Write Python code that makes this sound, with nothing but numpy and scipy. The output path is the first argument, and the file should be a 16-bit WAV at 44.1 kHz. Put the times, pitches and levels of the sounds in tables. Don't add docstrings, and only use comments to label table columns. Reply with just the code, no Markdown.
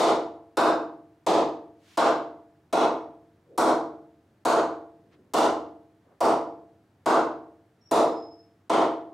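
import sys
import numpy as np
from scipy import signal
from scipy.fft import rfft, irfft, next_fast_len
from scipy.io import wavfile
from scipy.ndimage import uniform_filter1d, minimum_filter1d

SR = 44100
rng = np.random.default_rng(int(sys.argv[2]) if len(sys.argv) > 2 else 0)


def to_wav(s):
    ch = np.atleast_2d(s).T
    pcm = np.round(np.clip(ch, -1, 1) * 32767)
    wavfile.write(sys.argv[1], SR, pcm.astype(np.int16))


N = 402633
EVENT_SIZE = SR


def from_db(db):
    return 10 ** (np.asarray(db) / 20)


def unit_rms(x):
    return x / np.sqrt(np.mean(x ** 2) + 1e-20)


def bins(size):
    return np.maximum(np.arange(size // 2 + 1) * SR / size, 1)


def at_hz(curve, hz):
    knots, values = np.transpose(curve)
    return np.interp(np.log(hz), np.log(knots), values)


def add(track, sound, start_s):
    at = int(round(start_s * SR))
    first, last = max(at, 0), min(at + sound.shape[1], N)
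    track[:, first:last] += sound[:, first - at:last - at]


def minimum_phase(gain):
    cepstrum = irfft(np.log(gain + 1e-9))
    half = len(cepstrum) // 2
    fold = np.r_[1, np.full(half - 1, 2), 1, np.zeros(half - 1)]
    return np.exp(rfft(cepstrum * fold))


# freq_hz, side_over_mid_db
WIDTH = [(100, -32), (250, -20), (500, -14), (1000, -11), (2000, -8.5), (4000, -6), (7000, -11),
         (14000, -12)]

def diffuse(white):
    mid, side = rfft(white)
    width = from_db(at_hz(WIDTH, bins(white.shape[1])))
    return mid + side * width * np.array([[1], [-1]])


def blade_colour_db(hz, spacing_hz=170, uneven=0.36, peak_hz=3680, half_width_hz=210, peak_db=1.5):
    knots = np.arange(0, SR / 2, spacing_hz)
    real, imaginary = rng.standard_normal((2, len(knots)))
    mix = 1 + uneven * np.interp(hz, knots, real + 1j * imaginary)
    common_peak = peak_db / (1 + ((hz - peak_hz) / half_width_hz) ** 2)
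    return 20 * np.log10(np.abs(mix)) + common_peak


# freq_hz, level_db
KNOCK_SPECTRUM = [(30, -30), (100, -21), (200, -11.5), (290, -6.5), (420, -1), (720, 2), (1020, 1.5),
                  (1200, -3), (1420, -6), (1650, -20), (2200, -22), (5000, -63.5)]
# freq_hz, level_db
CRACK_SPECTRUM = [(500, -51), (1800, -19.5), (2700, -19), (3600, -17.5), (4700, -21), (7500, -25.5),
                  (10000, -30), (13000, -41.5), (16000, -47.5)]

def contact(hardness, crack_db, tilt_db_per_octave, pivot_hz=4500):
    hz = bins(EVENT_SIZE)
    knock = from_db(at_hz(KNOCK_SPECTRUM, hz / hardness))
    tilt_db = tilt_db_per_octave * np.log2(np.maximum(hz / pivot_hz, .5))
    crack = from_db(at_hz(CRACK_SPECTRUM, hz) + crack_db + tilt_db + blade_colour_db(hz))
    return minimum_phase(unit_rms(np.hypot(knock, crack)))


# delay_s, level_over_tail_db
ARRIVALS = [(0, 11.5), (0.0023, 18), (0.0058, 16), (0.01, 13)]
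# freq_hz, t60_s
ROOM_DECAY = [(100, 0.35), (300, 0.55), (700, 0.5), (1300, 0.46), (2500, 0.41), (5000, 0.38), (9000, 0.3),
              (15000, 0.235)]

def room_response(white, gap_s=0.0028, thin_share=0.43, fill_s=0.033):
    t, spectrum = np.arange(EVENT_SIZE) / SR, diffuse(white)
    knots, t60s = np.transpose(ROOM_DECAY)
    response, log_hz = np.zeros((2, EVENT_SIZE)), np.log(bins(EVENT_SIZE))
    for band, t60_s in zip(np.eye(len(knots)), t60s):
        weight = np.interp(log_hz, np.log(knots), band)
        response += irfft(spectrum * weight, EVENT_SIZE) * from_db(-60 * t / t60_s)
    onset = np.clip(t / gap_s - .5, 0, 1) ** 2
    thickening = 1 - thin_share * np.exp(-(t / fill_s) ** 2)
    response *= onset * thickening
    bright_click = np.array([1, -.8])
    for delay_s, level_db in ARRIVALS:
        at = int(delay_s * SR)
        response[:, at:at + 2] += from_db(level_db) * bright_click
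    return response


# pitch_hz, level_db, t60_s
RING_MODES = [ (79, -45, 1.1), (152, -36, 0.95), (254, -17, 0.58), (300.5, -16.5, 0.78), (322.3, -13, 0.77),
              (339, -17.5, 0.72), (380, -21, 0.65), (410, -19, 0.62), (450.3, -13, 0.7), (468, -16, 0.62),
              (522, -16, 0.48), (597, -20, 0.64), (616, -16, 0.55), (668, -16, 0.52), (678, -7, 0.67),
              (724, -14, 0.5), (746, -19, 0.58), (823, -20, 0.62), (908, -19, 0.54), (1033, -19, 0.5)]

def ringing(phase_cycles, scatter_db=1.5, build_s=0.0057, spread_rad=0.098):
    t = np.arange(EVENT_SIZE) / SR
    pitch_hz, level_db, t60_s = np.transpose(RING_MODES)[:, :, None]
    strength, skew, slip = rng.standard_normal((3, len(pitch_hz), 1))
    envelopes = from_db(level_db + scatter_db * strength - 60 * t / t60_s)
    modes = envelopes * np.exp(2j * np.pi * (pitch_hz * t + phase_cycles + slip / 10))
    apart_rad = spread_rad * skew * pitch_hz / pitch_hz.mean()
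    channels = [(modes * np.exp(1j * side * apart_rad)).imag.sum(axis=0) for side in (1, -1)]
    build_up = 1 - np.exp(-(t / build_s) ** 2)
    return np.array(channels) * build_up


# start_s, level_db, hardness, crack_db, crack_tilt_db_per_octave
BOUNCES = [ (-0.018, -4.5, 0.97, 0.5, 1), (0.5702, -5, 1.11, -2.5, 1.5), (1.2646, -5.5, 0.89, -1, -1),
           (1.9732, -6, 1.1, -1.5, -0.5), (2.7272, -5.5, 0.98, -2, -0.5), (3.5775, -4.5, 1.036, -2.5, 5),
           (4.4510, -4.5, 1.073, -1, 3), (5.3366, -5, 1, 1, 2.5), (6.2054, -7, 0.95, -4.5, 4),
           (7.0592, -5, 1.076, -4, 0.5), (7.912, -6.5, 0.93, -3, 3.5), (8.6963, -5, 0.97, -3, -2.5)]

def bounces(repeat_share=0.36, ring_db=-1.0):
    out = np.zeros((2, N))
    pattern = rng.standard_normal((2, EVENT_SIZE))
    phase_cycles = rng.random((len(RING_MODES), 1))
    for start_s, level_db, hardness, crack_db, tilt in BOUNCES:
        fresh = rng.standard_normal((2, EVENT_SIZE))
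        room = room_response(np.sqrt(repeat_share) * pattern + np.sqrt(1 - repeat_share) * fresh)
        knock = irfft(rfft(room) * contact(hardness, crack_db, tilt), EVENT_SIZE)
        ring = from_db(ring_db) * ringing(phase_cycles)
        add(out, from_db(level_db) * (knock + ring), start_s)
    return out


# freq_hz, level_db
AIR_SPECTRUM = [(25, -29), (40, -16), (62, -11), (85, 1), (120, 1), (200, -2), (320, -4), (500, -10),
                (750, -12), (1000, -16), (1700, -19), (2500, -26), (5000, -32), (16000, -41)]

def room_tone(level_db=-65.0):
    size = next_fast_len(N)
    colour = from_db(at_hz(AIR_SPECTRUM, bins(size)))
    air = irfft(diffuse(rng.standard_normal((2, size))) * colour, size)
    return from_db(level_db) * unit_rms(air[:, :N])


def hum(pitch_hz=101, level_db=-74):
    return from_db(level_db) * unit_rms(np.sin(2 * np.pi * pitch_hz * np.arange(N) / SR))


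# peak_s, half_length_s, level_db, centre_hz, half_width_octaves
STIRS = [ (1.936, 0.097, -60, 2050, 1.8), (3.542, 0.05, -50, 432, 0.53), (5.138, 0.022, -65.5, 1500, 1.45),
         (5.173, 0.18, -61.5, 290, 0.85), (6.11, 0.06, -62, 417, 1.36)]

def stirs(lead_s=0.5):
    out, t = np.zeros((2, N)), np.arange(EVENT_SIZE) / SR - lead_s
    for peak_s, half_length_s, level_db, centre_hz, octaves in STIRS:
        colour = np.exp(-(np.log2(bins(EVENT_SIZE) / centre_hz) / octaves) ** 2)
        noise = diffuse(rng.standard_normal((2, EVENT_SIZE)))
        rub = unit_rms(irfft(noise * colour, EVENT_SIZE))
        swell = np.exp(-(t / half_length_s) ** 2)
        add(out, from_db(level_db) * rub * swell, peak_s - lead_s)
    return out


# start_s, length_s, pitch_hz, level_db
SQUEAKS = [(7.803, 0.12, 5530, -63.5), (8.058, 0.32, 5110, -60.5)]

def squeaks(rise_hz_per_s=195, waver_hz=40, fade_s=0.012):
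    out, t = np.zeros((2, N)), np.arange(EVENT_SIZE) / SR
    room = rfft(room_response(rng.standard_normal((2, EVENT_SIZE))))
    for start_s, length_s, pitch_hz, level_db in SQUEAKS:
        waver = unit_rms(uniform_filter1d(rng.standard_normal(EVENT_SIZE), size=400))
        glide_hz = pitch_hz + rise_hz_per_s * t + waver_hz * waver
        gate = np.clip(np.minimum(t, length_s - t) / fade_s, 0, 1)
        tone = gate * np.sin(2 * np.pi * np.cumsum(glide_hz) / SR)
        echoed = irfft(rfft(tone) * room, EVENT_SIZE)
        add(out, from_db(level_db) * unit_rms(echoed) * np.sqrt(gate.mean()), start_s)
    return out


def scene():
    return bounces() + stirs() + room_tone() + hum() + squeaks()


def gain_control(x, threshold_db=-16.5, knee_db=1.5, duck_db_per_db=1.45, release_db_per_s=155.5):
    ahead = SR // 140
    power = uniform_filter1d(np.mean(x ** 2, axis=0), 2 * ahead)
    level_db = 10 * np.log10(np.maximum(power, 1e-12))
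    ramp_db = release_db_per_s * np.arange(N) / SR
    held_db = np.maximum.accumulate(level_db + ramp_db) - ramp_db
    excess_db = knee_db * np.logaddexp(0, (held_db - threshold_db) / knee_db)
    duck_db = minimum_filter1d(-duck_db_per_db * excess_db, 2 * ahead)
    return x * from_db(uniform_filter1d(duck_db, ahead))


def record(dry, output_db=0.44, stopband_hz=16600):
    low_pass = signal.cheby2(16, 70, stopband_hz, fs=SR, output="sos")
    return signal.sosfilt(low_pass, from_db(output_db) * gain_control(dry))


dry = scene()
out = record(dry)
to_wav(out)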